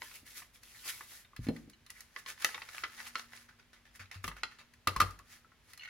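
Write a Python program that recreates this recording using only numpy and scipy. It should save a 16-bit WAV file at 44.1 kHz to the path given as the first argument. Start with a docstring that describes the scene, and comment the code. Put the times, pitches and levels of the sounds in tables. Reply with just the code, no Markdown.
"""A small room with a low hum: hands slide a folded paper card over a cutting mat and pick up a lever punch.
They work the card into its slot and squeeze: the case creaks, the desk thumps, the die snaps through.
The punch is lifted off and its spring creaks as it opens.
Contacts are struck modes and noise bursts, rubbing is grainy filtered noise, the spring sticks and slips."""
import sys
import numpy as np
from scipy import signal
from scipy.fft import rfft, irfft, next_fast_len
from scipy.io import wavfile
from scipy.ndimage import uniform_filter1d, map_coordinates

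SR = 44100
rng = np.random.default_rng(int(sys.argv[2]) if len(sys.argv) > 2 else 0)


def log_audio(samples):
    """Write samples as a 16-bit WAV file to the path given in sys.argv[1]."""
    # one column per channel
    frames = np.atleast_2d(samples).T
    # limit to full scale, then quantise
    limited = np.clip(frames, -1, 1)
    pcm = np.round(limited * 32767).astype(np.int16)
    wavfile.write(sys.argv[1], SR, pcm)


N = 259749
T = np.arange(SR // 2) / SR  # time since a contact [s]


def amp(db):
    """Amplitude factor of a level in dB."""
    return 10 ** (np.asarray(db) / 20)


def unit(x):
    """Scale to rms 1."""
    return x / np.sqrt(np.mean(x ** 2) + 1e-20)


def crest(x):
    """Scale so that the loudest 4 ms have rms 1."""
    power = np.mean(np.atleast_2d(x) ** 2, axis=0)
    return x / np.sqrt(uniform_filter1d(power, size=176, mode="constant").max())


def along(points, hz):
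    """Interpolate (Hz, value) points on a log frequency axis."""
    f, v = np.transpose(points)
    return np.interp(np.log(hz + 1), np.log(f + 1), v)


def wobble(rate_hz):
    """A smooth random curve with rate_hz knots a second."""
    knots = rng.standard_normal(int(N * rate_hz / SR) + 4)
    return map_coordinates(knots, [np.arange(N) * rate_hz / SR])


def filtered(x, response):
    """Apply a response of frequency to x."""
    n = x.shape[-1]
    m = next_fast_len(n + 2048)
    return irfft(rfft(x, m) * response(np.fft.rfftfreq(m, 1 / SR)), m)[..., :n]


def band(hz, lo_hz, hi_hz):
    """Gain of a steep band-pass."""
    return ((1 + (lo_hz / (hz + 1)) ** 8) * (1 + (hz / hi_hz) ** 8)) ** -.5


# Stereo width: (frequency [Hz], left-right correlation [0-1])
LIKENESS = [(200, 0.79), (1200, 0.61), (2500, 0.6), (5000, 0.16), (9000, 0)]


def spread(pair, colour):
    """Two unrelated signals become a coloured stereo pair, alike in the bass and unrelated in the treble."""
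    def mid_side_gain(hz):
        turn = np.arccos(np.clip(along(LIKENESS, hz), -1, 1)) / 2
        return colour(hz) * np.array([np.cos(turn), np.sin(turn)])
    mid, side = filtered(pair, mid_side_gain)
    return unit(np.array([mid + side, mid - side]))


def noise(n):
    """Two unrelated channels of white noise."""
    return rng.standard_normal((2, n))


def decay(t, t60, attack):
    """A quick rise and an exponential fall, both times in s."""
    return (1 - np.exp(-t / attack)) * np.exp(-np.log(1000) * t / t60)


def burst(colour, t60, attack):
    """A dense cluster of short-lived modes, in stereo, that builds up while the contact lasts."""
    t = T[:SR // 8]
    x = spread(noise(len(t)), colour) * decay(t, t60, attack)
    return crest(x * (1 - np.exp(-t / attack)))


def ring(modes, attack, scatter_db):
    """Decaying sine modes, struck at new strengths each time."""
    out = np.zeros(len(T))
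    for hz, db, t60 in modes:
        strength = amp(db + scatter_db * rng.standard_normal())
        out += strength * np.sin(2 * np.pi * hz * T) * decay(T, t60, attack)
    return out


def add(track, s, x):
    """Mix x into the track from time s."""
    start = max(round(s * SR), 0)
    part = track[..., start:start + x.shape[-1]]
    part += x[..., :part.shape[-1]]


# Still air: (frequency [Hz], relative density [dB per Hz])
AIR_SPECTRUM = [(25, -5.5), (100, -1.5), (190, -12), (700, -19), (2000, -15.5), (6000, -24.5),
                (16000, -38.5)]
# Higher hum before its waver: (time [s], level [dB])
HUM_SWELL_CURVE = [(2.6, -77.5), (3.15, -68), (3.5, -69.5), (4.1, -78.5)]
DEEP_HUM_HZ, DEEP_HUM_DB, HIGH_HUM_HZ = 48.4, -76, 237.6


def background(air_db):
    """Room air as shaped noise, and two sine hums wavering in level and phase; the higher one swells."""
    t = np.arange(N) / SR

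    def hum(hz, db):
        level = amp(db + 2.5 * wobble(3))
        return level * np.sin(2 * np.pi * hz * t + 0.72 * wobble(11))

    air = spread(noise(N), lambda f: amp(along(AIR_SPECTRUM, f)))
    high_hum = hum(HIGH_HUM_HZ, np.interp(t, *np.transpose(HUM_SWELL_CURVE)))
    return amp(air_db) * air + hum(DEEP_HUM_HZ, DEEP_HUM_DB) + high_hum


# Metal modes of the punch: (frequency [Hz], level [dB], t60 [s])
PUNCH_MODES = [(1675, 7, 0.019), (1831, 8, 0.0084), (1936, 14, 0.019), (2610, -5.5, 0.042),
               (3020, -20, 0.07), (3036, -16.5, 0.11), (3650, 0, 0.036), (4175, 3, 0.039),
               (4950, -5, 0.051), (6540, -37, 0.22)]
# Bright crack of the metal: (frequency [Hz], relative density [dB per Hz])
CRACK_SPECTRUM = [(2500, -27), (4200, 8.5), (6000, 9), (8000, 3), (10500, 4.5), (16000, -7)]


def metal(modes_db, clatter_db, crack_db, crack_t60, crack_attack, clatter_t60):
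    """Struck metal: its modes, a short clatter and a bright crack."""
    out = np.zeros((2, len(T)))
    detune = 1 + 0.015 * rng.standard_normal(len(PUNCH_MODES))  # the grip retunes the metal at every blow
    modes = [(f * d, db, t60) for (f, db, t60), d in zip(PUNCH_MODES, detune)]
    out += amp(modes_db) * crest(ring(modes, crack_attack, scatter_db=5.5))
    add(out, 0, amp(clatter_db) * burst(lambda f: band(f, 1070, 2920), clatter_t60, crack_attack))
    crack = burst(lambda f: amp(along(CRACK_SPECTRUM, f)), crack_t60, crack_attack)
    add(out, 0, amp(crack_db) * crack)
    return out


# Close modes of the plastic case: (ratio to its pitch [1], level [dB])
CASE_MODES = [(1, -3), (.93, -3), (1, -11.5), (0.94, 0)]


def shell(hz, t60, attack):
    """The plastic case rings briefly with a cluster of close modes."""
    modes = [(hz * ratio, db, t60) for ratio, db in CASE_MODES]
    return np.ones((2, 1)) * crest(ring(modes, attack, scatter_db=7))


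def knock():
    """The dull answer of the mat: a burst of low-band noise."""
    return burst(lambda f: band(f, 274, 570), t60=0.11, attack=0.00016)


# Card and punch tap the mat and each other:
# (time [s], case pitch [Hz], level [dB], contact softness as low-pass cut-off [Hz], clatter t60 [s])
TAP_EVENTS = [(0.0186, 1033, -42, 4200, 0.01), (0.111, 1120, -54.5, 3500, .025),
              (0.42, 1170, -52.5, 2500, .06), (1.008, 1224, -43, 1500, 0.033),
              (1.333, 1154, -51.5, 500, 0.033), (2.162, 1190, -41, 3270, 0.012),
              (2.261, 1090, -45, 4380, 0.013), (2.4456, 1370, -26, 17000, 0.014),
              (2.544, 1196, -39, 3940, 0.044), (2.578, 913, -44.5, 2480, .022),
              (2.618, 1106, -44, 3680, 0.042), (2.836, 1384, -33, 3220, 0.054),
              (3.1544, 1430, -35, 4400, 0.022), (4.314, 1230, -43.5, 1670, .06),
              (4.433, 1408, -32, 4900, 0.026), (5.197, 1220, -49, 804, .04),
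              (5.446, 1417, -56.5, 708, 0.031), (5.518, 1440, -60, 1200, 0.033)]
KNOCK_GROWTH_DB_PER_DB = 0.05  # lighter taps reach the mat relatively less


def taps():
    """A softer contact rings the case but hardly the metal, a glancing one clatters longer."""
    out = np.zeros((2, N))
    loudest_db = max(row[2] for row in TAP_EVENTS)
    for s, hz, db, soft_hz, t60 in TAP_EVENTS:
        die = metal(modes_db=0.5, clatter_db=2.5, crack_db=2.0,
                    crack_t60=t60 / 2, crack_attack=0.0011, clatter_t60=t60)
        softener = signal.butter(2, min(soft_hz, 0.45 * SR), fs=SR)
        knock_db = db - 18 + KNOCK_GROWTH_DB_PER_DB * (db - loudest_db)
        add(out, s, amp(db) * signal.lfilter(*softener, die))
        add(out, s, amp(db - 2.5) * shell(hz, t60=0.051, attack=0.00064))
        add(out, s, amp(knock_db) * knock())
    return out


FADE_DB_PER_S = 385  # outside a movement


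def movement(curve):
    """Strength of one continuous rubbing movement, dying away outside it."""
    t = np.arange(N) / SR
    s, db = np.transpose(curve)
    outside_s = np.abs(t - np.clip(t, s[0], s[-1]))
    return amp(np.interp(t, s, db) - FADE_DB_PER_S * outside_s)


def strokes(rows, roundness):
    """Strength of separate strokes, each speeding up and slowing."""
    t = np.arange(N) / SR
    out = np.zeros(N)
    for s, half_s, db in rows:
        distance = np.minimum(np.abs((t - s) / half_s), 10)
        out += amp(db) * np.exp(-distance ** roundness)
    return out


def patchy(x, depth_db):
    """The colour drifts as other parts of the surfaces touch: a smoothed random gain over time and pitch."""
    z = signal.stft(x, nperseg=512)[2]
    field = rng.standard_normal(z.shape[1:])
    field = uniform_filter1d(uniform_filter1d(field, size=6, axis=0), size=7, axis=1)
    return unit(signal.istft(z * amp(depth_db * unit(field)), nperseg=512)[1][:, :N])


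def friction(strength, spectrum, grain_db, crinkle_db, patchy_db, rasp_db, hiss_db):
    """Fibres catch and let go in clumped grains, a rasp with a fine hiss above it."""
    catches = unit(amp(grain_db * wobble(700)))
    crinkles = unit(amp(crinkle_db * np.clip(wobble(220) - 1, 0, 1)))  # occasional snags of an edge

    def grains(grip, lo_hz, hi_hz):
        return spread(grip * noise(N), lambda f: amp(along(spectrum, f)) * band(f, lo_hz, hi_hz))

    rasp = patchy(grains(catches * crinkles, 346, 6070), patchy_db)
    hiss = grains(catches, 4320, 19000)
    return strength * (amp(rasp_db) * rasp + amp(hiss_db) * hiss)


# Card slides over the mat: (time [s], rubbing strength [dB])
SLIDE_CURVE = [(0.03, -53.5), (0.128, -58), (0.156, -49.5), (0.244, -75.5), (0.266, -54.5), (0.344, -58.5),
               (0.376, -45), (0.518, -87), (0.55, -58.5), (0.612, -79), (0.636, -58.5), (0.646, -62),
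               (0.838, -56), (0.862, -43), (0.902, -38), (0.92, -49.5), (1.068, -59.5), (1.132, -51.5),
               (1.208, -58.5)]
# Card on mat: (frequency [Hz], relative density [dB per Hz])
CARD_SPECTRUM = [(180, -60), (300, -3.5), (360, -12), (725, -12), (1970, 1.5), (3000, -3), (11900, -6.5),
                 (16000, -14)]


def slide():
    """The card rubs along the mat: grainy noise under a strength curve."""
    return friction(movement(SLIDE_CURVE), CARD_SPECTRUM, grain_db=1.5, crinkle_db=-1,
                    patchy_db=2.5, rasp_db=-2.5, hiss_db=-2.0)


def crackles(strength, rate_hz, pitch_hz, level_db, scatter_db):
    """Edges of the rubbing card snag and flick free at random times, each tick with its own size and pitch."""
    out = np.zeros((2, N))
    t = T[:SR // 80]
    for where, size, height in rng.random((int(rate_hz * N / SR), 3)):
        hz = pitch_hz * 4 ** (height - .5)
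        edges_hz = [hz / 1.5, min(hz * 1.5, .45 * SR)]
        flick = noise(len(t)) * decay(t, t60=0.011, attack=0.00011)
        crossed = flick + flick[::-1] / 2  # narrows the stereo
        body = signal.lfilter(*signal.butter(2, edges_hz, "bandpass", fs=SR), crossed)
        add(out, where * N / SR, amp(level_db - scatter_db * np.sqrt(size)) * crest(body))
    return strength * out


# Dull low thuds on the mat, a soft tap and then the punch rocking:
# (time [s], peak level of the modes [dB], contact softness as cut-off [Hz])
THUD_EVENTS = [(0.23, -54, 700), (1.392, -44, 200), (1.468, -30.5, 400), (1.487, -19.5, 746),
               (1.677, -44.5, 405)]
# Mat modes: (frequency [Hz], level [dB], t60 [s])
MAT_MODES = [(121, -11, 0.2), (163, -6.5, 0.18), (234.7, -5, 0.27), (264.4, 13, 0.034), (319.4, -13, 0.29),
             (479, -8, 0.021), (757, -19.5, 0.079)]


def thuds():
    """Dull low thuds ring the mat; a softer contact leaves the upper modes and the knock weaker."""
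    out = np.zeros((2, N))
    for s, db, soft_hz in THUD_EVENTS:
        modes = [(hz, level - 20 * np.log10(1 + (hz / soft_hz) ** 2), t60) for hz, level, t60 in MAT_MODES]
        thud = ring(modes, attack=0.00155, scatter_db=0.5)
        add(out, s, amp(db) * thud / np.abs(thud).max())
        add(out, s, amp(db - 16.0) * knock() / (1 + (430 / soft_hz) ** 2))
    return out


# Small metallic ticks of the lever, finger ring and spring:
# (time [s], level [dB], crack relative to that level [dB])
CLICK_EVENTS = [(0.632, -58.5, 4), (1.247, -59.5, -27), (1.363, -49, -3), (1.467, -50.5, -7),
                (1.485, -45.5, -6.5), (1.563, -52, -5.5), (1.697, -63, 7.5), (1.863, -58.5, 1),
                (1.902, -51.5, 7), (2.005, -55.5, 9.5), (2.421, -42.5, -1), (4.736, -60.5, -1),
                (5.107, -59, 6.5), (5.189, -56.5, 1.5), (5.733, -54.5, 3.5), (5.775, -55.5, 3.5)]


def clicks():
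    """Small metallic ticks: struck metal without case or mat."""
    out = np.zeros((2, N))
    for s, db, crack_db in CLICK_EVENTS:
        tick = metal(modes_db=0.0, clatter_db=-0.5, crack_db=crack_db,
                     crack_t60=0.016, crack_attack=0.0015, clatter_t60=0.041)
        add(out, s, amp(db) * tick)
    return out


# Card edge drags over the mat: (middle time [s], half length [s], level [dB])
SCUFF_STROKES = [(0.757, .018, -56.5), (1.968, .013, -56.5), (2.999, 0.019, -47)]
SCUFF_HZ, SCUFF_WIDTH_HZ = 1940, 260  # resonance of the dragged edge


def scuffs():
    """The dragged edge sings for a moment: grainy rubbing through one narrow resonance."""
    grains = unit(amp(4 * wobble(300))) * noise(N)
    edge = spread(grains, lambda f: 1 / (1 + ((f - SCUFF_HZ) / SCUFF_WIDTH_HZ) ** 2))
    return strokes(SCUFF_STROKES, roundness=2) * edge


# Grabbing and squeezing jolts the desk: (time [s], peak level [dB])
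JOLT_EVENTS = [(1.392, -31.5), (4.002, -50), (4.159, -44.5), (4.243, -41.5), (4.281, -39.5), (4.875, -34),
               (4.967, -33.5), (5.001, -40.5), (5.021, -30.5)]
# Desk modes: (frequency [Hz], level [dB], t60 [s])
DESK_MODES = [(50, -13.5, 0.49), (94.3, -3, 0.23), (121.6, -3.5, 0.13), (158, -5, 0.0565),
              (235.5, -10.5, 0.077)]


def jolts():
    """Low modes of the desk top, struck through the punch."""
    out = np.zeros((2, N))
    for s, db in JOLT_EVENTS:
        jolt = ring(DESK_MODES, attack=0.0027, scatter_db=6)
        add(out, s, amp(db) * jolt / np.abs(jolt).max())
    return out


# Hand shifts its hold on the punch: (middle time [s], half length [s], rubbing strength [dB])
HOLD_STROKES = [(1.445, 0.022, -58), (1.56, 0.069, -65.5), (1.99, 0.063, -62), (3.96, 0.013, -56.5),
                (5.33, 0.037, -57), (5.71, 0.042, -64.5)]
# Rubbing at the punch and its slot: (frequency [Hz], relative density [dB per Hz])
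SLOT_SPECTRUM = [(180, -41), (300, -15), (656, -14.5), (1780, 0), (3200, -10), (6410, -13), (8360, -18),
                 (9390, -16), (16000, -26)]


def hold():
    """The hand rubs on the punch in short strokes of grainy noise."""
    return friction(strokes(HOLD_STROKES, roundness=1.14), SLOT_SPECTRUM, grain_db=1.5, crinkle_db=3.5,
                    patchy_db=0, rasp_db=1.0, hiss_db=0.0)


# Spring flexes: (time [s], length [s], level before swell and chance [dB], strongest pitch at the start [Hz])
FLEX_EVENTS = [(1.734, 0.005, -53, 3000), (1.896, 0.005, -44.5, 1970), (5.7945, 0.09, -42.5, 2760)]
# Spring modes at the start of a flex: (frequency [Hz], level [dB])
SPRING_MODES = [(1530, 2), (1930, -0.5), (2220, 1), (2740, -4.5), (2920, 0.5), (4240, 5), (6450, 0)]
SLIP_S, SLIP_SCATTER = 0.0128, 0.12  # slip to slip, its share of chance
SAG_OCT_PER_S, FOCUS_DB_PER_OCT = 5, 16  # strongest pitch sinks; modes away from it are weaker
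COIL_SAG_OCT_PER_S, COIL_T60_S = 0.39, 0.057  # every mode glides down as the coil unwinds
COIL_DETUNE = 0.015  # each slip leaves the turns touching differently
SWELL_DB = 2.5  # the middle of a flex is loudest


def coil_ring(pitch_hz, t):
    """One slip rings the coil, mostly the modes near pitch_hz, t seconds into the flex."""
    cycles = np.cumsum(2 ** (-COIL_SAG_OCT_PER_S * (t + T))) / SR
    coil = np.zeros(len(T))
    for hz, level_db in SPRING_MODES:
        loud, detune, *phase = rng.standard_normal(4)
        level_db = level_db - FOCUS_DB_PER_OCT * abs(np.log2(hz / pitch_hz)) + 5.7 * loud
        angle = 2 * np.pi * hz * (1 + COIL_DETUNE * detune) * cycles
        # one random phase for each stereo channel
        coil = coil + amp(level_db) * np.sin(angle + 0.82 * np.array(phase)[:, None])
    return crest(coil * decay(T, COIL_T60_S, attack=0.00076))


def spring():
    """Stick and slip: each slip scratches and rings the coil; lower modes take over as the lever opens."""
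    out = np.zeros((2, N))
    for s, length_s, db, start_hz in FLEX_EVENTS:
        for t in np.arange(0, length_s, SLIP_S):
            late, force = rng.standard_normal(2)
            coil = coil_ring(start_hz * 2 ** (-SAG_OCT_PER_S * t), t)
            scratch = spread(noise(len(T)), lambda f: band(f, 1400, 3300) ** .5)
            scratch = crest(scratch * decay(T, COIL_T60_S, attack=1e-3))
            strength = amp(db + SWELL_DB * (np.sin(np.pi * t / length_s) - 2.0) + 2 * force)
            add(out, s + t + SLIP_S * SLIP_SCATTER * late, strength * (coil + amp(-10.5) * scratch))
    return out


# Card is worked into the slot: (time [s], rubbing strength [dB])
INSERT_CURVE = [(2.12, -72), (2.19, -52.5), (2.25, -72.5), (2.275, -47), (2.305, -42), (2.355, -74),
                (2.42, -45), (2.56, -55.5), (2.66, -60), (2.77, -49.5), (2.88, -60.5), (2.968, -55.5),
                (2.995, -49.5), (3.043, -54.5), (3.072, -44), (3.12, -66.5), (3.19, -48), (3.28, -72),
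                (3.35, -55), (3.45, -66.5)]


def insert():
    """The card rubs in the slot: crinkled grainy noise under a strength curve."""
    return friction(movement(INSERT_CURVE), SLOT_SPECTRUM, grain_db=3.0, crinkle_db=12,
                    patchy_db=1.5, rasp_db=0.0, hiss_db=-3.5)


# Short creaks and scrapes of the handled case: (time [s], rubbing strength [dB])
CREAK_EVENTS = [(3.484, -55.5), (3.587, -60), (3.73, -52.5), (3.852, -56), (3.993, -44.5), (4.112, -43),
                (4.143, -51), (4.362, -48.5), (4.51, -52.5), (4.585, -49.5)]
CREAK_ATTACK_S, CREAK_T60_S = 0.0018, 0.18


def creaks():
    """Short creaks and scrapes of the handled case: grainy noise, quick to start and slow to fade."""
    strength = np.zeros(N)
    shape = decay(T, CREAK_T60_S, CREAK_ATTACK_S)
    for s, db in CREAK_EVENTS:
        add(strength, s, amp(db) * shape / shape.max())
    return friction(strength, SLOT_SPECTRUM, grain_db=3.0, crinkle_db=8.5,
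                    patchy_db=3.0, rasp_db=-1.5, hiss_db=-15.0)


# Die bites, then snaps through: (time [s], case pitch [Hz], level [dB], case ring relative to that level [dB])
SNAP_EVENTS = [(4.241, 1286, -38.5, -1), (4.278, 1213, -40, 4.5), (4.872, 1232, -28.5, 7.5),
               (4.962, 1165, -38.5, 9), (5.0008, 1400, -30, 0), (5.0034, 1321, -30.5, 14.5),
               (5.014, 1266, -31.5, 8)]
LINGER_DB, LINGER_T60_S = -31, 0.33  # the clunk hangs in the room


def snaps():
    """Heavy snaps of the cut, a little to the left: metal, case, knock and a lingering band of noise."""
    out = np.zeros((2, N))
    for s, hz, db, ring_db in SNAP_EVENTS:
        die = metal(modes_db=-1.5, clatter_db=0.6, crack_db=-2.5,
                    crack_t60=0.022, crack_attack=0.0013, clatter_t60=0.043)
        add(out, s, amp(db) * die)
        add(out, s, amp(db + ring_db) * shell(hz, t60=0.02, attack=0.0055))
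        add(out, s, amp(db - 11.5) * knock())
        halo = spread(noise(len(T)), lambda f: band(f / hz, .82, 1.17) ** 2)
        add(out, s, amp(db + ring_db + LINGER_DB) * halo * decay(T, LINGER_T60_S, attack=0.0061))
    return out * amp([[.7], [-.7]])


# Blade crunches through the fibres: (middle time [s], half length [s], level [dB])
CUT_STROKES = [(4.249, 0.013, -53), (4.271, 0.0044, -45), (4.286, .006, -49.5)]


def crunch():
    """Bright, grainy tearing as the blade shears the card."""
    fibres = unit(amp(6 * wobble(900))) * noise(N)
    return strokes(CUT_STROKES, roundness=2.4) * spread(fibres, lambda f: band(f, 2000, 13000))


# Diffuse tail: (frequency [Hz], t60 [s])
ROOM_T60 = [(150, 0.5), (1300, 0.34), (5000, 0.36), (14000, 0.32)]


def room(x, early_db, tail_db):
    """Desk and near walls answer with a short noise that builds over some milliseconds, plus a diffuse tail."""
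    hz, t, z = signal.stft(spread(noise(len(T)), np.ones_like), SR, nperseg=256)
    fall = decay(t, along(ROOM_T60, hz)[:, None], attack=0.00075)
    tail = signal.istft(z * fall, SR, nperseg=256)[1]
    early = spread(noise(len(T)), np.ones_like) * decay(T, t60=0.062, attack=0.0086)
    echo = amp(tail_db) * unit(tail[:, :len(T)]) + amp(early_db) * unit(early)
    return signal.fftconvolve(x, echo / np.sqrt(len(T)), axes=1)[:, :N]


def scene():
    """Punch, card and desk in the room."""
    rubbing = movement(SLIDE_CURVE) + movement(INSERT_CURVE)
    edges = crackles(rubbing, rate_hz=120, pitch_hz=3340, level_db=4.5, scatter_db=21.5)
    card = slide() + edges + scuffs() + insert() + crunch()
    punch = taps() + clicks() + hold() + spring() + creaks() + snaps()
    bright = card + punch
    low = thuds() + jolts()
    bright_echo = room(bright, early_db=-8.0, tail_db=-11.5)
    low_echo = room(low, early_db=-12.5, tail_db=-11.5)
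    return bright + bright_echo + low + low_echo + background(air_db=-66.5)


# Microphone response: (frequency [Hz], gain [dB])
MICROPHONE_RESPONSE = [(25, -7.5), (50, -1), (7900, -1.5), (8600, -7), (9300, 2)]
TOP_HZ = 16200  # nothing passes above


def record(dry):
    """The microphone thins the deepest bass and has a narrow treble notch; the left port hears slightly first."""
    lead_s = 2e-5 * np.array([[.5], [-.5]])

    def response(hz):
        gain = amp(along(MICROPHONE_RESPONSE, hz)) * (hz < TOP_HZ)
        return gain * np.exp(2j * np.pi * hz * lead_s)

    return filtered(dry, response)


dry = scene()
out = record(dry)
log_audio(out)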